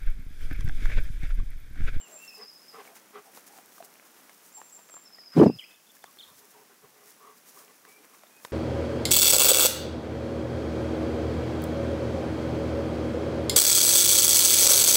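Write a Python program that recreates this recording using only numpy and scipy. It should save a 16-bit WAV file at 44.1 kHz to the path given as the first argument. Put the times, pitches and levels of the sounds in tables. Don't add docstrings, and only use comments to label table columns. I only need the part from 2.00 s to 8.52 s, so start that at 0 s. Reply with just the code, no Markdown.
import sys
import numpy as np
from scipy import signal
from scipy.fft import rfft, irfft
from scipy.io import wavfile
from scipy.ndimage import uniform_filter1d

SR = 44100
rng = np.random.default_rng(int(sys.argv[2]) if len(sys.argv) > 2 else 0)


def pcm_store(signal):
    levels = np.round(np.clip(np.atleast_2d(signal), -1, 1) * 32767)
    wavfile.write(sys.argv[1], SR, levels.astype(np.int16).T)


N = 287532


def gain_of(db):
    return 10 ** (np.asarray(db) / 20)


def evened(x):
    return x / np.sqrt(np.mean(x ** 2) + 1e-20)


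def coloured(x, points):
    f, db = np.transpose(points)
    hz = np.fft.rfftfreq(len(x), 1 / SR)
    gain = gain_of(np.interp(np.log(hz + 1), np.log(f + 1), db, -100, -100))
    return evened(irfft(rfft(x) * gain, len(x)))


def resonate(x, hz, width):
    r = np.exp(-np.pi * width / SR)
    return signal.lfilter([1 - r, 0, r - 1], [1, -2 * r * np.cos(2 * np.pi * hz / SR), r * r], x)


def bell(s, length, order=2):
    t = np.arange(N) / SR
    return np.exp(-.5 * np.minimum(abs((t - s) / length) ** order, 100))


def add(mix, s, sound):
    at = round(s * SR)
    sound = sound[max(-at, 0):]
    part = mix[max(at, 0):][:len(sound)]
    part += sound[:len(part)]


def grit(per_s, spread_db, share):
    sizes = gain_of(spread_db * np.minimum(rng.exponential(1, N), 5))
    clicks = sizes * (rng.random(N) < per_s / SR)
    roughness = evened(uniform_filter1d(clicks, size=40))
    return evened(rng.standard_normal(N) * (1 + share * roughness))


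# t/s, effort/dB, nose ring f/Hz, boom of chest and windpipe over the effort/dB
SNORT_COURSE = [(3.349, -56, 267, 11), (3.37, -13, 270, -12.5), (3.389, -13, 265, -9.5),
                (3.42, -8.5, 380, -18.5), (3.44, -8, 310, -16), (3.452, -19.5, 302, -11.5),
                (3.465, -10.5, 300, -21), (3.484, -18, 220, -18), (3.502, -20, 250, -28),
                (3.527, -42, 190, -6.5), (3.54, -39, 200, -18), (3.57, -49.5, 129, -3),
                (3.585, -70, 125, -4)]
# f/Hz, relative density/dB
RASP_COLOUR = [(80, -22.5), (130, 4), (250, 4.5), (450, -0.5), (600, -8.5), (700, -9), (1000, -19),
               (1300, -30), (2500, -46), (4000, -74)]
# t/s, level before the pulsing/dB
JET_COURSE = [(3.31, -68), (3.338, -50), (3.37, -50.5), (3.405, -50), (3.44, -52.5), (3.465, -57),
              (3.51, -71)]
# f/Hz, relative density/dB
JET_HISS = [(500, -10), (1450, 6), (2300, -2.5), (4000, -12.5), (7000, -15.5), (11000, -18.5),
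            (16000, -19.5)]
FLAP_S, FLAP_PER_GAP = .0028, .09
RASP_DB, REBOUND_RASP_DB = 5.5, -1.5
RASP_PER_DB = 0.66
REBOUND_AT = 0.42
BOOM_HZ, BOOM_SAG_HZ_PER_S = 171.8, 240


def snort():
    t = np.arange(N) / SR
    at, effort_db, ring_hz, boom_db = np.transpose(SNORT_COURSE)
    rasp = coloured(rng.standard_normal(N), RASP_COLOUR)
    puffs = np.zeros(N)
    for flap_s, gap in flaps():
        length = FLAP_S + FLAP_PER_GAP * gap
        rebound_s = flap_s + REBOUND_AT * gap
        for s, rasp_db in [(flap_s, RASP_DB), (rebound_s, REBOUND_RASP_DB)]:
            hz = np.interp(s, at, ring_hz)
            fading_db = RASP_PER_DB * (np.interp(s, at, effort_db) - effort_db.max())
            cycles = hz * (t - s) * (1 - 0.12 * (t - s) / length) + rng.random()
            puffs += bell(s, length) * np.cos(2 * np.pi * cycles)
            puffs += gain_of(rasp_db + fading_db) * bell(s, 0.7 * length) * rasp
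    effort = np.interp(t, at, effort_db, -120, -120)
    puffs *= gain_of(effort)

    rumble = evened(resonate(rng.standard_normal(N), 140, 110))
    hz = BOOM_HZ - BOOM_SAG_HZ_PER_S * (np.clip(t, at[0], at[-1]) - at[0])
    boom = np.sqrt(2) * np.sin(2 * np.pi * np.cumsum(hz) / SR) + .6 * rumble
    boom *= gain_of(effort + np.interp(t, at, boom_db))

    pulsing = 1 + 2.0 * uniform_filter1d(abs(puffs), size=200)
    jet = gain_of(np.interp(t, *np.transpose(JET_COURSE), -120, -120))
    jet = jet * pulsing * coloured(rng.standard_normal(N), JET_HISS)
    return puffs + boom + jet


FIRST_FLAP_S, TAUT_GAP_S, SLACK_GAP_S = 3.363, .0183, .047
TAUT_FLAPS, SLACK_FLAPS = 4, 5
SLACKEN = 0.339


def flaps():
    steps = np.maximum(np.arange(TAUT_FLAPS + SLACK_FLAPS) - TAUT_FLAPS + 1, 0)
    slack = 1 - (1 - SLACKEN) ** steps
    gaps = TAUT_GAP_S + (SLACK_GAP_S - TAUT_GAP_S) * slack
    return zip(FIRST_FLAP_S + np.cumsum(gaps) - gaps, gaps)


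# middle t/s, level/dB, bell length t/s, tongue resonance f/Hz, its relative level/dB
BREATHS = [(0.135, -66, 0.046, 613, 11), (.416, -50.5, 0.033, 1180, -27), (0.758, -51, 0.019, 1230, -1),
           (0.803, -45.5, 0.018, 1200, -11), (0.906, -66, 0.029, 720, 8.5), (1.171, -47, 0.025, 1220, -3),
           (1.277, -66.5, 0.025, 746, 9.5), (1.543, -72.5, 0.06, 795, 14), (1.84, -67.5, 0.048, 740, 7),
           (2.588, -67.5, .015, 865, 14.5), (2.794, -64, 0.017, 940, 6.5),
           (4.072, -74.5, 0.029, 1070, 12.5), (4.303, -66.5, 0.026, 1070, 5.5), (4.44, -67, 0.029, 993, 0),
           (4.587, -60.5, 0.037, 930, 3), (4.716, -62, 0.018, 1490, -6), (4.85, -59.5, 0.02, 1064, -4),
           (4.995, -62.5, 0.041, 1086, -9), (5.091, -67, 0.03, 1860, 0.5), (5.272, -58.5, 0.05, 1106, 3),
           (5.597, -60.5, 0.039, 1100, 2.5), (5.701, -58.5, 0.022, 1030, -8), (5.875, -61, 0.029, 1115, -1),
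           (5.994, -63.5, 0.025, 304, -1), (6.132, -64, 0.025, 1161, 0.5)]
# f/Hz, width of the sharper filter f/Hz, relative level/dB
MOUTH_RESONANCES = [(253, 77, -12.5), (424, 22.8, 0.5), (778, 50, 6), (1120, 126, 5.5), (1450, 530, 6),
                    (1970, 41, -4)]
UPPER_DB = -11.5


def panting():
    breath, out = grit(150, 2.4, 0.18), np.zeros(N)
    bands = []
    for hz, width, db in MOUTH_RESONANCES:
        band = resonate(resonate(breath, hz, width), hz, 8.4 * width)
        bands.append(gain_of(db) * evened(band))
    mouth = sum(bands[:2]) + gain_of(UPPER_DB) * sum(bands[2:])
    for s, db, length, tongue_hz, tongue_db in BREATHS:
        tongue = resonate(breath, tongue_hz, 0.18 * tongue_hz)
        tongue = evened(resonate(tongue, tongue_hz, .5 * tongue_hz))
        out += gain_of(db) * bell(s, length, order=3) * (mouth + gain_of(tongue_db) * tongue)
    return out


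# t/s, nominal ring level/dB, ring f/Hz, crack over the ring/dB,
# time for the ring to fall 60 dB t/s
STEM_SNAPS = [(0.875, -34.5, 2240, -12, 0.015), (1.374, -38, 416, -2, 0.015), (1.586, -45, 720, 0.5, 0.04),
              (1.781, -39, 1190, -7, 0.013), (1.803, -31, 679, -17, 0.038), (2.295, -44, 2100, 0, 0.017),
              (2.616, -23.5, 970, -19, 0.005), (2.79, -39, 1140, -7, 0.01), (2.889, -55, 1560, 5, 0.022),
              (2.897, -51, 600, 8.5, 0.0068), (2.941, -41, 1200, -1.5, 0.012),
              (2.967, -19.5, 1040, -44, 0.0023), (2.977, -34, 1150, -16, .005), (3.15, -62, 3500, 5, .005),
              (3.184, -42, 1880, -3.5, 0.026), (3.236, -47, 2200, -10, 0.011),
              (3.966, -43.5, 1700, -18.5, 0.017), (4.041, -29, 720, -6, 0.011),
              (5.366, -64, 3000, 3, 0.0047), (5.851, -44.5, 2020, 0, 0.01), (6.034, -54, 2500, -6, .008),
              (6.268, -41, 3580, -14, 0.0098), (6.235, -40.5, 615, -4.5, 0.024),
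              (6.449, -19, 1066, -8, 0.0084), (6.501, -48.5, 6970, -2.5, 0.0045)]
# f/Hz, relative density/dB
CRACK_COLOUR = [(120, -36), (300, 3), (600, 6.5), (1500, 5), (3000, -7.5), (6000, -8), (12000, -16.5),
                (16000, -30)]


def snaps():
    out, t = np.zeros(N), np.arange(2000) / SR
    for s, db, hz, crack_db, t60 in STEM_SNAPS:
        onset = np.clip((t - .0002) / 0.003, 0, 1)
        ring = np.sin(2 * np.pi * hz * t) * gain_of(-60 * (t - .0007) / t60) * onset
        crack = coloured(rng.standard_normal(len(t)), CRACK_COLOUR) * gain_of(-60 * t / 0.019)
        add(out, s, gain_of(db) * (ring + gain_of(crack_db) * crack))
    return out


# middle t/s, bell length t/s, swish level/dB, crunch level/dB
GRASS_SWEEPS = [(.11, 0.034, -57.5, -60), (0.244, 0.054, -54.5, -59.5), (.36, 0.033, -55.5, -79),
                (0.863, 0.03, -57.5, -55), (0.967, 0.013, -50, -54.5), (1.263, 0.013, -58, -63),
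                (1.369, 0.022, -51, -54.5), (1.477, 0.0093, -50, -59), (1.563, 0.036, -56, -60),
                (1.774, 0.033, -55.5, -68), (1.852, .01, -50.5, -64), (2.065, 0.011, -57, -63),
                (2.184, 0.031, -60, -60.5), (2.275, 0.053, -74, -60.5), (2.463, 0.029, -55.5, -65),
                (3.603, 0.042, -59.5, -80), (3.707, 0.022, -59.5, -60.5), (3.958, 0.013, -56.5, -62.5),
                (4.39, 0.016, -54, -77), (4.512, 0.009, -54.5, -74), (5.093, 0.036, -55.5, -64),
                (5.375, 0.0084, -57, -72), (5.488, .025, -52.5, -60.5), (5.589, 0.042, -52.5, -57.5),
                (5.905, 0.032, -59.5, -63), (6.045, 0.01, -60, -58.5), (6.155, 0.029, -59.5, -63.5),
                (6.45, 0.022, -53, -71)]
# t/s, swish level/dB, crunch level/dB
GRASS_STIR = [(0, -68, -58), (.45, -62.5, -62.5), (.75, -58.5, -58), (1.15, -61.5, -59.5), (1.5, -59, -59),
              (2.1, -59.5, -59.5), (2.7, -59, -61), (3.0, -62.5, -60.5), (3.5, -68, -63), (3.8, -62.5, -65),
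              (4.25, -58, -60.5), (4.8, -62.5, -61.5), (5.3, -61, -61.5), (5.701, -60.5, -61.5),
              (6.0, -61.5, -61.5), (6.52, -59.5, -59.5)]
# f/Hz, relative density/dB
SWISH_COLOUR = [(1500, -17.5), (3500, -4), (5500, 5.5), (8000, 4.5), (11000, 4.5), (14000, 4.5), (16000, 5)]
# f/Hz, relative density/dB
CRUNCH_COLOUR = [(90, -19.5), (200, 8), (450, 7), (900, 6), (1500, 5.5), (2500, 1.5), (4500, -7.5)]


def grass():
    s, swish_db, crunch_db = np.transpose(GRASS_STIR)
    t = np.arange(N) / SR
    swish = gain_of(np.interp(t, s, swish_db))
    crunch = gain_of(np.interp(t, s, crunch_db))
    for s, length, swish_db, crunch_db in GRASS_SWEEPS:
        sweep = bell(s, length)
        swish = np.hypot(swish, gain_of(swish_db) * sweep)
        crunch = np.hypot(crunch, gain_of(crunch_db) * sweep)
    blades = coloured(grit(60, 2.3, 0.3), SWISH_COLOUR)
    stems = coloured(grit(40, 5.2, 0.24), CRUNCH_COLOUR)
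    return swish * blades + crunch * stems


def birds():
    direct, sent = np.zeros((2, N))
    for s, length, start_hz, middle_hz, end_hz, db, echo_db in songs():
        u = np.linspace(-1, 1, round(length * SR))
        slope, bend = (end_hz - start_hz) / 2, (end_hz + start_hz) / 2 - middle_hz
        hz = middle_hz + u * slope + u ** 2 * bend
        tone = np.sqrt(2) * np.sin(2 * np.pi * np.cumsum(hz) / SR)
        note = gain_of(db) * signal.windows.tukey(len(u), .5) * tone
        add(direct, s, note)
        add(sent, s, gain_of(echo_db) * note)
    direct *= 1 + 0.37 * evened(uniform_filter1d(rng.standard_normal(N), size=150))
    t = np.arange(SR // 2) / SR
    tail = gain_of(-60 * (t / 0.59) ** 0.78) * np.minimum(t / 0.0023, 1)
    echoes = rng.standard_normal(len(t)) * tail
    return direct + signal.fftconvolve(sent, echoes / np.linalg.norm(echoes))[:N]


# start t/s, length t/s, start f/Hz, middle f/Hz, end f/Hz, level/dB,
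# echo over the note/dB (more for a far bird)
SINGLE_NOTES = [(-.03, 0.12, 2820, 2940, 2480, -59.5, -3), (.163, 0.11, 2500, 2700, 2730, -56, 2),
                (.243, 0.1, 2770, 2660, 2470, -55, 1.5), (3.391, 0.01, 3412, 3044, 2862, -38.5, -12),
                (3.462, 0.041, 2770, 2693, 2440, -57, 2), (3.585, 0.021, 3400, 3080, 2700, -39, -6),
                (3.606, 0.025, 2740, 2210, 1870, -52, -8), (3.623, 0.032, 1824, 2300, 2790, -49.5, -13),
                (3.647, 0.072, 2717, 2594, 2520, -60.5, 3), (4.183, 0.01, 4350, 4280, 4130, -54.5, -2.5),
                (4.186, 0.0063, 3010, 3440, 3700, -47, -10), (4.191, 0.027, 3660, 3505, 2730, -47.5, -6),
                (4.214, 0.0134, 2840, 2330, 1940, -62, -15), (4.221, .026, 4560, 3640, 3100, -50.5, -6),
                (4.25, .065, 3630, 3700, 3660, -65.5, -6), (5.86, 0.15, 2250, 2320, 2420, -62.5, -5),
                (6.28, 0.12, 2400, 2500, 2510, -67.5, 2.5), (6.43, 0.086, 2470, 2470, 2530, -70, 7)]
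# start t/s, length t/s, start f/Hz, level/dB
HIGH_WHISTLES = [(-.03, 0.093, 7570, -50.5), (0.107, 0.11, 7560, -50.5), (2.533, 0.092, 7500, -47.5),
                 (2.711, 0.073, 7900, -49.5), (2.887, 0.1, 7760, -49.5)]
# start t/s, level/dB
TRILL_NOTES = [
    [(.272, -48.5), (.337, -46.5), (.408, -45), (.475, -49), (.545, -55), (.61, -54.5), (.677, -50)],
    [(3.048, -53), (3.12, -50.5), (3.185, -48), (3.253, -50), (3.313, -48.5), (3.378, -50), (3.452, -47),
     (3.528, -50.5), (3.615, -54)],
]
# start t/s, level/dB
ARCHED_CHIPS = [(3.706, -63), (3.738, -62), (3.864, -63.5), (3.893, -58), (4.021, -63.5), (4.054, -60.5)]
PICKUP_S, PICKUP_DB = .014, -8
TRILL_LIFT_HZ, TRILL_SETTLE = 200, 0.18


def songs():
    rows = [*SINGLE_NOTES]
    for s, length, hz, db in HIGH_WHISTLES:
        rows.append((s, length, hz, 7390, 7400, db, -2))
        rows.append((s - 1.1 * PICKUP_S, PICKUP_S, 6300, 7000, 7600, db + PICKUP_DB, -12))
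    for trill in TRILL_NOTES:
        for k, (s, db) in enumerate(trill):
            lift = TRILL_LIFT_HZ * TRILL_SETTLE ** k
            rows.append((s, .04, 5120 + lift, 5110 + lift, 4650 + lift, db, -3))
    for s, db in ARCHED_CHIPS:
        rows.append((s, .02, 2950, 3600, 2780, db, -7.5))
    return rows


# middle t/s, level/dB, bell length t/s
FOOTFALLS = [(4.318, -63.5, 0.027), (4.4, -75, 0.022), (4.845, -65, .015)]
# f/Hz, relative density/dB
THUD_COLOUR = [(35, -5), (70, -8), (130, -7), (250, -21.5)]


def footfalls():
    steps = sum(gain_of(db) * bell(s, length) for s, db, length in FOOTFALLS)
    return steps * coloured(rng.standard_normal(N), THUD_COLOUR)


# f/Hz, relative density/dB
AIR_COLOUR = [(30, -6.5), (60, -20), (110, -4.5), (180, 2), (400, -4.5), (1100, -11.5), (2500, -7.5),
              (4000, -7), (5700, -2), (8500, -9.5), (11400, -5), (16000, -10)]
AIR_DB = -64


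def air():
    return gain_of(AIR_DB) * coloured(rng.standard_normal(N), AIR_COLOUR)


def scene():
    return (snort() + panting() + snaps() + grass() + birds() + footfalls() + air())[None]


def record(dry):
    rounded = 0.69 * np.tanh(dry / 0.81)
    thin = signal.sosfilt(signal.butter(3, 85, "highpass", fs=SR, output="sos"), rounded)
    band_limit = signal.firwin(1023, 15780, window=("kaiser", 9), fs=SR)
    return signal.oaconvolve(thin, band_limit[None], "same")


dry = scene()
out = record(dry)
pcm_store(out)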